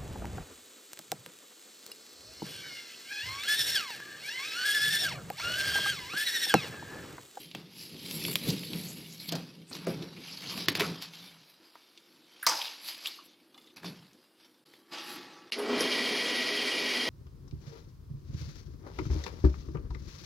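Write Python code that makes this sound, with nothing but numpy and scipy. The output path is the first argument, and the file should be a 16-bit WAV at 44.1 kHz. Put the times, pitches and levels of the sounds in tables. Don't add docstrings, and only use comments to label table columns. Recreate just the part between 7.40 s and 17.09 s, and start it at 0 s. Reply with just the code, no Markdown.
import sys
import numpy as np
from scipy import signal
from scipy.fft import rfft, irfft, next_fast_len
from scipy.io import wavfile
from scipy.ndimage import uniform_filter1d

SR = 44100
rng = np.random.default_rng(int(sys.argv[2]) if len(sys.argv) > 2 else 0)


def ratio_of_db(decibels):
    return 10 ** (np.asarray(decibels, float) / 20)


def generate_wav(signal):
    frames = np.transpose(np.atleast_2d(signal))
    scaled = np.clip(frames, -1, 1) * 32767
    pcm = np.round(scaled).astype(np.int16)
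    wavfile.write(sys.argv[1], SR, pcm)


N = 427329

SET_ASIDE_S = 3.64
LIFTED_S = 4.2
SNAP_S = 5.068
PUT_BACK_S, PUT_BACK_END_S = 6.36, 6.75
SWITCH_S = 8.121

# [f/Hz, level/dB]
CELL_TONE = [(820, -45.5), (1400, -20), (1560, -11), (1780, -4.5), (2640, 1), (4790, 4.5), (5570, -0.5),
             (6480, -7.5), (7710, -13), (8500, -16), (11000, -49), (18700, -120)]
FIZZ_TONE = [(4410, -53), (7500, -4), (8960, -17.5), (10300, -0.5), (11600, 2), (12800, -5.5),
             (14000, -13.5), (15300, -15), (16000, -20)]
BOARD_TONE = [(250, -35), (420, -20), (461, -7), (736, -5), (914, -2), (1020, -3.5), (1700, -4.5),
              (2210, -12), (3740, -120)]
TABLE_TONE = [(15, -57), (25, -34.5), (43, -25), (86, -15), (168, 0), (228, -5), (309, -8), (351, -9.5),
              (383, -11), (520, -17), (680, -36), (1140, -120)]
HELD_TONE = [(24, -71.5), (40, -45), (59, -36), (113, -19), (220, -9.5), (290, -6), (320, -2), (365, -3.5),
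             (389, -14.5), (520, -14.5), (680, -48), (1140, -120)]
BLADE_TONE = [(760, -35), (1300, -14.5), (1790, -18), (1920, 0), (2660, -5), (3190, -6.5), (5030, -4),
              (8000, -31), (10400, -66), (17600, -120)]
WHEEL_TONE = [(18, -83), (30, -55), (187, -13), (248, -0.5), (483, -4), (795, -12.5), (971, -11),
              (1600, -14.5), (2080, -26), (3520, -120)]
GUIDE_TONE = [(6500, -6), (7400, -33), (8600, -6.5), (10000, 4), (11000, 5), (12100, -5), (12500, -22),
              (15900, -35)]
SHOP_TONE = [(35, -56), (60, -35), (312, -2), (673, -9.5), (2710, -22), (2980, -21), (4420, -37),
             (8280, -20.5), (11200, -19), (15500, -25)]

# [f/Hz, width/Hz, level/dB]
TABLE_MODES = [(167.2, 14, 2), (276, 8.7, -10), (393, 12, -18), (128, 38, -22)]
IRON_MODES = [(358, 14, -7.5), (846, 25, -6.5), (1150, 9.8, -7), (1318, 19, -7.5), (1820, 280, -6.5),
              (2500, 36, -13)]
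RULE_MODES = [(1180, 36, -4), (2070, 48, -12), (2460, 30, -13), (2880, 62, 1), (3520, 34, 10.5),
              (4100, 41, -8)]
FRAME_MODES = [(1923, 11, -4.5), (1952, 22, -6), (2440, 22, -9), (2160, 10, -18), (2270, 24, -6),
               (2360, 25, -7), (2885, 49, -3.5), (3168, 31, -8.5), (3150, 57, -5), (3230, 40, -13),
               (4340, 41, -11.5), (4480, 43, -12.5)]
CABINET_MODES = [(248.2, 4.5, 4.5), (299, 15, -3), (375, 17, -21), (412.4, 12, 6.5), (472, 11, 0.5),
                 (537, 23, -7), (645, 13, -3), (728, 8.1, -6), (993, 7, -4.5), (1245, 46, -13)]
# [f/Hz, width/Hz, level/dB, time to fall 60 dB/s]
STRIP_MODES = [(903, 70, -32, 0.46), (1130, 60, -35.5, .25), (5140, 590, -27.5, 0.42)]

# [peak t/s, foam tearing level/dB, table weight relative level/dB, 20 dB rise/s, 20 dB fall/s]
KNIFE = [
    (0, -51.5, 2.5, .1, 0.3),
    (.402, -48, -1.5, 0.13, .5),
    (.7, -44.5, 2, 0.23, 1),
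    (.9, -42, 5, .5, 0.22),
    (1.089, -37, 9, 0.15, 0.1955),
    (1.36, -45.5, 5, 0.9, 1),
    (1.8, -48.5, 0.5, -0.5, 0.33),
    (1.885, -43, -3, 0, 0.06),
]
SET_DOWN = [(.158, -54.5, 12.5, 0.018, 0.23), (1.934, -42, 8, 0.033, 0.16), (2.318, -56, 12.5, 0.023, 0.27),
            (2.365, -48, 1, 0.073, 0.25), (2.478, -45, 11, 0.043, 0.28), (2.62, -54.5, 21.5, 0.073, 0.083),
            (3.362, -38.5, 3, 0.019, 0.19), (3.405, -36.5, -4, 0.043, 0.2),
            (6.37, -49.5, -5, 0.0087, 0.067), (6.452, -46.5, 5.5, 0.031, 0.17),
            (6.62, -64, 3.5, 0.16, 0.67)]
RULE_SLIDES = [
    (2.878, -47, -17, 0.31, 1.54),
    (3.18, -40, -4, 0.3, 0.24),
    (3.292, -34, 3.5, 0.012, 0.049),
    (3.626, -41, -19, 0.033, 0.083),
    (3.74, -49.5, -6, 0.051, 0.11),
    (3.862, -50, -11, 0.34, 0.18),
]
BENDING = [
    (4.27, -64.5, -20, 0.1, 3.9),
    (4.85, -73.5, 1.5, 1, 0.59),
    (5.05, -75, 5, 0.13, .03),
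    (6.214, -65, 3, 0.22, 0.32),
    (7.008, -63, -2, 0.07, 0.33),
    (7.262, -62, 0.5, 0.018, 0.25),
    (7.35, -64, -6, 0.037, 0.091),
]
TEARING = [
    (5.078, -36.5, -13.5, 0.019, 0.51),
    (5.26, -39.5, -44, 0.28, 0.054),
    (5.488, -37.5, -34, 0.042, 0.11),
    (5.66, -42.5, -28, 0.12, 0.23),
]
ON_IRON = [
    (7.525, -42, -10, 0.017, 0.52),
    (7.7, -43.5, -12, 0.17, 0.16),
]
# [gestures, (fizz relative level/dB, board relative level/dB,
#                    steepness of fizz, of board, of table rumble)]
KINDS = [
    (KNIFE, (-2, -19, 1.5, 0.95, 1.46)),
    (SET_DOWN, (-9.5, -6.5, 1.3, 0.83, 0.94)),
    (RULE_SLIDES, (-9, -12, 1.4, 0.77, 0.56)),
    (BENDING, (-8, -7.5, 1, 0.7, 0.4)),
    (TEARING, (-9, -14, 1.6, 0.9, 2.5)),
    (ON_IRON, (-23, -3.5, 4, 0.8, .5)),
]

# [peak t/s, level/dB, rise/s, fall/s]
CRUMB_SPRAY = [
    (.74, -48, .15, 0.24),
    (.945, -34, 0.041, 0.052),
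    (5.48, -41.5, 0.058, 0.089),
    (5.76, -56, .04, .05),
    (5.86, -56, .04, 0.023),
    (7.7, -49, 0.16, 0.14),
]
BOARD_BOOMS = [
    (5.078, -38.5, 0.0094, 0.21),
    (7.88, -54.5, 0.29, 0.38),
]
LEANING = [(.55, -45, 0.08, .1), (1.125, -34, .05, .04), (1.36, -38.5, 0.13, 0.11),
           (2.22, -49.5, 0.43, 0.13), (2.8, -45, 0.13, 0.088), (3.45, -31, 0.13, 0.18),
           (3.86, -57, 0.41, 0.36), (4.75, -65, 0.39, 0.9), (5.55, -61.5, 0.4, 0.6),
           (5.93, -62.5, 0.39, 0.31), (6.64, -70, .25, 0.36), (7.75, -53, 0.15, 0.42)]
FRAME_JOLTS = [
    (8.122, -35, .01, 0.12),
    (9.69, -34, .05, .1),
]
MOTOR_STRAIN = [
    (8.3, -32.5, 0.27, 1),
    (8.41, -30.5, 0.04, .07),
    (9.69, -35, 0.054, .1),
]
GUIDE_SLAPS = [
    (8.122, -48, .01, 0.051),
    (8.19, -45, 0.022, .065),
    (8.41, -35, 0.023, 0.032),
]

# [t/s, peak level/dB, centre f/Hz]
BURSTS = [(.6524, -50, 4470), (.7116, -25.5, 3400), (.9305, -31, 3150), (.9562, -14, 2760),
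          (1.0884, -29, 4780), (1.1035, -25, 5000), (1.7802, -42, 4340), (3.6232, -30, 3370),
          (5.017, -60.5, 3680), (5.066, -12.5, 4500), (5.068, -19, 1040), (5.0688, -17.5, 5000),
          (7.5153, -54, 4010)]
# [t/s, peak level/dB, centre f/Hz]
TICKS = [(.114, -38, 3280), (.851, -22.5, 3000), (1.2336, -32.5, 2830), (1.3336, -27, 3070),
         (1.4368, -38, 5420), (1.8925, -26.5, 3800), (2.3526, -31, 4530), (2.6251, -33.5, 3130),
         (3.0729, -33, 3970), (3.7363, -38, 3020), (4.576, -41.5, 3660), (5.087, -21, 5180),
         (5.2175, -24.5, 3230), (5.6587, -23, 3150)]
# [t/s, peak level/dB, centre f/Hz, thud relative level/dB]
KNOCKS = [(.149, -31, 2460, -1.5), (.883, -34, 4090, 2), (1.9231, -21, 4000, -10),
          (1.9541, -28, 3500, -5.5), (2.313, -59.5, 1500, 19.5), (2.4692, -40.5, 4200, 12.5),
          (3.1771, -32, 2720, 1.5), (3.2845, -10.5, 2330, -10), (3.3523, -20.5, 2420, -11),
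          (3.3972, -20, 2360, -8.5), (3.401, -20, 2500, -6), (3.4075, -18, 2240, -7),
          (3.4197, -25, 2230, -1), (4.355, -46.5, 1040, -5), (6.362, -45, 4310, -9), (6.4322, -44, 1200, 2),
          (6.4451, -42, 2200, 5), (6.7326, -52, 4990, -11), (7.3372, -47, 1870, -2)]
# [t/s, peak level/dB, centre f/Hz]
THUMPS = [
    (1.925, -38, 560),
    (2.472, -28.5, 420),
    (2.63, -40, 398),
    (3.405, -29, 397),
]
# [t/s, peak level/dB]
RULE_CLINKS = [
    (6.1435, -46),
    (6.177, -42.5),
    (6.2144, -48),
    (6.243, -51),
    (6.272, -47.5),
    (6.3034, -50),
]
# [t/s, peak level/dB, centre f/Hz, thud relative level/dB]
CLACKS = [
    (8.121, -27, 2630, -23),
    (8.122, -31.5, 4400, -22),
    (8.196, -44, 2120, 9),
    (8.407, -23, 5180, -16),
    (8.41, -32, 3150, -19),
]
# [peak t/s, level/dB, centre
# f/Hz, rise/s, fall/s]
CRUNCHES = [(.41, -45.5, 4760, .06, .1), (.56, -49.5, 3560, 0.024, .04), (.66, -45, 4300, .015, .04),
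            (.79, -47, 3050, .02, .04), (1.105, -32, 4300, .02, 0.021), (1.18, -48, 3570, .02, .04),
            (1.275, -45, 4080, .015, .04), (1.313, -43, 3860, .01, .03), (1.8, -46, 4310, 0.023, .08),
            (1.892, -37, 4380, .012, .012), (1.956, -40, 4300, .005, 0.018), (2.77, -50, 2430, .015, .04),
            (2.885, -45, 2650, .03, .03), (2.93, -44, 4900, .04, .05), (2.975, -43, 4300, .015, .02),
            (3.1, -39, 4500, .05, 0.054), (3.13, -47, 1050, 0.07, .04), (3.285, -24.5, 4870, .002, .012),
            (3.353, -32, 4630, .003, .02), (3.405, -31.5, 2330, .012, 0.057),
            (5.067, -21, 4960, .003, .012), (5.088, -28, 5300, .005, .012), (5.12, -33, 950, 0.027, .03),
            (5.172, -31.5, 4780, .012, .01), (5.219, -29.5, 3300, .01, 0.011), (5.255, -38, 4100, .02, .03),
            (5.28, -40, 3200, .015, .02), (5.455, -46, 4340, .008, .04), (5.489, -33.5, 4600, .012, .015),
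            (5.53, -47, 3300, .03, .03), (5.659, -30, 3100, .006, .01), (5.674, -35, 3600, .012, .015),
            (5.72, -47, 4500, .04, 0.038), (6.144, -55, 1150, .003, .03), (6.145, -54, 3750, .003, .015),
            (6.168, -60, 800, .008, .015), (6.265, -60, 5500, .005, .012), (6.365, -51, 4750, .004, .02),
            (6.46, -43, 4900, .012, .02),
            (.93, -41, 13500, .02, .015), (.76, -51, 12400, .09, .09), (1.11, -46, 7100, .03, .06),
           (1.5, -48, 6900, 0.084, .06), (1.885, -50, 13000, .03, .015), (1.73, -53, 6500, .05, .05),
           (2.33, -34, 4600, .003, .015), (2.3, -50, 8200, 0.026, 0.022), (2.35, -53, 12300, .04, .03),
           (3.3, -43, 11000, .008, .008), (3.44, -38.5, 1300, .03, 0.057), (4.1, -66, 12000, 0.1, .09),
           (5.03, -30.5, 1530, .003, 0.027), (5.03, -36, 11500, .003, 0.026), (5.1, -40, 5800, .02, .06),
           (5.19, -43, 860, .02, 0.057), (5.13, -41, 1500, .03, 0.057), (5.673, -43, 7500, 0.013, .012),
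           (5.673, -43, 12000, .012, .015), (5.8, -55.5, 1130, .05, 0.044), (5.67, -52, 1150, .03, .03),
           (5.07, -30.5, 2170, .003, 0.036), (6.3, -58, 3200, .01, .02), (6.275, -55, 3500, .012, .015),
           (8.124, -34, 2600, .002, .025), (8.125, -39, 4600, .002, .04)]

# [f/Hz, share]
BAND_LOSS = [(4800, 0), (6300, .22), (7500, .28), (10500, .1), (12300, .28), (13500, .07)]
HUSHES = [
    .948,
    1.908,
    1.944,
    2.46,
    3.268,
    3.275,
    3.31,
    3.34,
    3.386,
    6.353,
]
# [t/s, half length/s]
CUTS = [
    (7.248, 0.011),
    (8.11, 0.0065),
]


def colour(x, points):
    hz, db = np.transpose(points)
    size = next_fast_len(len(x))
    f = np.arange(size // 2 + 1) * SR / size + 1
    gain = ratio_of_db(np.interp(np.log(f), np.log(hz), db, -90, -90))
    y = irfft(rfft(x, size) * gain, size)[:len(x)]
    return y / y.std()


def ring(x, modes):
    y = 0
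    for hz, width, db in modes:
        y = y + ratio_of_db(db) / np.sqrt(width) * signal.lfilter(*signal.iirpeak(hz, hz / width, SR), x)
    return y / y.std()


def band_pass(x, low_hz, high_hz):
    return signal.sosfilt(signal.butter(2, [low_hz, high_hz], "band", fs=SR, output="sos"), x)


def mix(a, b, share):
    share = np.clip(share, 0, 1)
    return np.sqrt(1 - share) * a + np.sqrt(share) * b


def walk(rate):
    hold = int(SR / rate)
    steps = np.repeat(rng.standard_normal(N // hold + 1), hold)
    return uniform_filter1d(steps, hold)[:N]


def grains(rate, spread_db, tail_s):
    when = rng.random(N) < rate / SR
    size = ratio_of_db(spread_db * np.minimum(rng.exponential(size=N), 3))
    return signal.lfilter([1], [1, -np.exp(-1 / (tail_s * SR))], when * size)


def swell(rows, steep=1):
    t = np.arange(0, N + 64, 64) / SR
    power = 0
    for s, db, rise, fall in rows:
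        away = np.where(t < s, (s - t) / max(rise, .003), (t - s) / max(fall, .003))
        power = power + ratio_of_db(db - 20 * steep * away) ** 2
    return np.interp(np.arange(N) / SR, t, np.sqrt(power))


def shop_air():
    return ratio_of_db(-71.5) * colour(rng.standard_normal(N), SHOP_TONE)


def effort():
    power = np.array([np.zeros(N), swell(CRUMB_SPRAY), swell(BOARD_BOOMS), swell(LEANING)]) ** 2
    for rows, (fizz_db, body_db, fizz_steep, body_steep, table_steep) in KINDS:
        drag = [(s, db, rise, fall) for s, db, _, rise, fall in rows]
        weight = [(s, db + rel_db, rise, fall) for s, db, rel_db, rise, fall in rows]
        fizz = ratio_of_db(fizz_db) * swell(drag, fizz_steep)
        body = ratio_of_db(body_db) * swell(drag, body_steep)
        power = power + np.array([swell(drag), fizz, body, swell(weight, table_steep)]) ** 2
    return np.sqrt(power)


def rubbing():
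    cells, fizz, board, table = effort()
    t = np.arange(N) / SR
    jerk = ratio_of_db(1.4 * walk(30))
    tear = jerk * (1 + 0.43 * grains(450, 2.9, 0.0019)) * rng.standard_normal(N)
    shake = ratio_of_db(2.55 * walk(18)) * rng.standard_normal(N)

    ringing_share = np.where((t > SET_ASIDE_S) & (t < LIFTED_S), .93, .49)
    wood = mix(colour(shake, TABLE_TONE), ring(shake[::-1], TABLE_MODES), ringing_share)
    off_table = (t > LIFTED_S) & ((t < PUT_BACK_S) | (t > PUT_BACK_END_S))
    rumble = np.where(off_table, colour(shake, HELD_TONE), wood)

    iron = ring(rng.standard_normal(N), IRON_MODES)
    body = mix(colour(tear, BOARD_TONE), iron, 0.55 * (t > CUTS[0][0]))

    patches = 0
    for hz in np.geomspace(2300, 6800, num=11):
        patches = patches + ratio_of_db(6.3 * np.clip(walk(16), -2, 1.3)) * ring(tear, [(hz, hz / 22, 0)])
    torn = mix(colour(tear[::-1], CELL_TONE), colour(patches, CELL_TONE), .55)

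    hiss = 0
    for hz in np.linspace(7500, 15500, num=7):
        hiss = hiss + ratio_of_db(1.2 * walk(25)) * ring(tear, [(hz, 900, 0)])
    return cells * torn + fizz * colour(hiss, FIZZ_TONE) + board * body + table * rumble


def hits(rows, spread, fizz_db, t60, thud_db=0, in_hand_db=0):
    out, t = np.zeros(N + 4096), np.arange(4096) / SR
    thud_modes = [(174, 93, -3.0), (374, 150, -0.5), (619, 124, -6.5), (950, 220, -5.5)]
    for (s, db, hz, *heavy_db), noise in zip(rows, rng.standard_normal((len(rows), len(t)))):
        burst = noise * .25 * np.exp(-np.log(1000) * t / t60) + (t == 0) * 3
        crack = band_pass(burst, hz / spread, min(hz * spread, 7500))
        fizz = band_pass(burst, 9000, 14500)
        thud = ring(noise * np.exp(-t / 0.0034), thud_modes)
        thud_level_db = thud_db + sum(heavy_db) - in_hand_db * (s > LIFTED_S)
        for part, rel_db in ((crack, 0), (fizz, fizz_db), (thud, thud_level_db)):
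            out[int(s * SR):][:len(t)] += ratio_of_db(db + rel_db + 4) * part / np.abs(part).max()
    return out[:N]


def breaks():
    bursts = hits(BURSTS, spread=1.37, fizz_db=-3.5, t60=0.031, thud_db=-19, in_hand_db=8)
    return bursts + hits(TICKS, spread=1.305, fizz_db=-19, t60=0.037, thud_db=-18.5, in_hand_db=9)


def blows():
    knocks = hits(KNOCKS, spread=1.54, fizz_db=-9, t60=0.035)
    return knocks + hits(THUMPS, spread=1.276, fizz_db=-60, t60=0.21, thud_db=-30)


def crunches():
    out, t = np.zeros(N), np.arange(-4096, 4096) / SR
    rows, spread = CRUNCHES, 1.14
    for (s, db, hz, rise, fall), (noise, size) in zip(rows, rng.standard_normal((len(rows), 2, len(t)))):
        grain = ratio_of_db(4.0 * np.repeat(size, 64)[:len(t)])
        band = band_pass(grain * noise, hz / spread, hz * spread)
        shape = ratio_of_db(db - 20 * np.where(t < 0, -t / max(rise, .002), t / max(fall, .002)))
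        out[int((s + t[0]) * SR):][:len(t)] += shape * band / band.std()
    return out


def strip():
    t = np.arange(N) / SR - SNAP_S
    slip = (1 + grains(55, 1.3, .004)) * rng.standard_normal(N)
    creak = 0
    for hz, width, db, t60 in STRIP_MODES:
        decay = np.exp(-np.log(1000) * np.abs(t) / t60)
        creak = creak + ratio_of_db(db) * decay * ring(slip, [(hz, width, 0)])
    return (t > 0) * creak


def clinks():
    out, t = np.zeros(N), np.arange(4096) / SR
    for s, db in RULE_CLINKS:
        spot = rng.standard_normal(len(RULE_MODES))
        modes = [(hz * (1 + .015 * k), 2.2 * width, .7 * mode_db + 2 * k)
                 for (hz, width, mode_db), k in zip(RULE_MODES, spot)]
        tap = ring(rng.standard_normal(len(t)) * np.exp(-t / .007), modes)
        out[int(s * SR):][:len(t)] += ratio_of_db(db - 2.0) * tap / np.abs(tap).max()
    return out


def clacks():
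    return hits(CLACKS, spread=1.1, fizz_db=-19, t60=0.069)


def saw_levels():
    t = np.arange(N) / SR
    run_up_s, motor_bites_s, guides_join_s = .33, 0.073, 8.41
    speed = np.clip((t - SWITCH_S) / run_up_s, 0, 1)
    blade = np.hypot(ratio_of_db(-31.5 - 22.5 * (1 - speed) ** 1.27), swell(FRAME_JOLTS))
    bite = np.clip((t - SWITCH_S) / motor_bites_s, .25, 1)
    motor = bite * np.hypot(ratio_of_db(-38), swell(MOTOR_STRAIN))
    guides = np.hypot(ratio_of_db(-51.5 - 400 * np.maximum(guides_join_s - t, 0)), swell(GUIDE_SLAPS))
    return (t > SWITCH_S) * np.array([blade, motor, guides])


def bandsaw():
    blade, motor, guides = saw_levels()
    shaft_hz, frame_sings_s = 29.4, 0.13
    turn = 1 + 0.04 * np.sin(2 * np.pi * np.cumsum(shaft_hz * (1 + 0.052 * walk(6.2))) / SR)
    bites = 1 + 0.13 * grains(1000, 1.6, 0.00096)
    teeth = turn * ratio_of_db(1.36 * walk(60)) * bites * rng.standard_normal(N)
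    drum = ratio_of_db(0.9 * walk(30)) * rng.standard_normal(N)
    singing = np.clip((np.arange(N) / SR - SWITCH_S) / frame_sings_s, 0, 1) ** 2
    frame = mix(colour(teeth, BLADE_TONE), ring(teeth[::-1], FRAME_MODES), 0.51 * singing)
    cabinet = mix(colour(drum, WHEEL_TONE), ring(drum[::-1], CABINET_MODES), 0.43)
    return blade * frame + motor * cabinet + guides * colour(teeth, GUIDE_TONE)


def room(x):
    t60_s, level_db = .4, -14
    t = np.arange(int(t60_s * SR)) / SR
    tail = rng.standard_normal(len(t)) * np.exp(-np.log(1000) * t / t60_s) * (t > .004)
    return x + ratio_of_db(level_db) * signal.fftconvolve(x, tail / np.sqrt(np.sum(tail ** 2)))[:N]


def thin_out(x):
    hz, when, cells = signal.stft(x, SR, nperseg=2048)
    chance = rng.random((len(hz) // 8 + 1, cells.shape[1] // 2 + 1))
    chance = np.repeat(np.repeat(chance, 8, axis=0), 2, axis=1)[:len(hz), :cells.shape[1]]
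    touched = (when < SWITCH_S) | (hz[:, None] > 7000)
    share = np.interp(hz, *np.transpose(BAND_LOSS))[:, None] * touched
    uneven_db = 2.5 * np.minimum(share / 0.13, 1) * 4.2 * (chance - 0.65)
    keep = (chance > share) * ratio_of_db(uneven_db)
    return signal.istft(cells * keep, SR, nperseg=2048)[1][:N]


def hush(x):
    t = np.arange(N) / SR
    length_s, dip_db, above_hz = 0.0077, -23, 5800
    dip = np.max([np.clip(2 - 2 * np.abs(t - s) / length_s, 0, 1) for s in HUSHES], axis=0)
    treble = signal.sosfiltfilt(signal.butter(2, above_hz, "high", fs=SR, output="sos"), x)
    return x - (1 - ratio_of_db(dip_db)) * dip * treble


def scene():
    steady = thin_out(shop_air() + rubbing() + bandsaw())
    sharp = room(breaks() + blows() + crunches() + strip() + clinks() + clacks())
    mono = hush(steady + sharp)
    return np.array([mono, mono])


def band_limit(x):
    return signal.sosfilt(signal.butter(12, 16830, fs=SR, output="sos"), x)


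def record(dry):
    t = np.arange(N) / SR
    fade = np.prod([np.clip(np.abs(t - s) / half, .02, 1) ** 2 for s, half in CUTS], axis=0)
    heard = signal.sosfilt(signal.butter(1, 101, "high", fs=SR, output="sos"), dry)
    heard = signal.sosfilt(signal.ellip(6, .3, 30, 15850, fs=SR, output="sos"), heard)
    return band_limit(heard * fade)


dry = scene()
out = record(dry)
generate_wav(out)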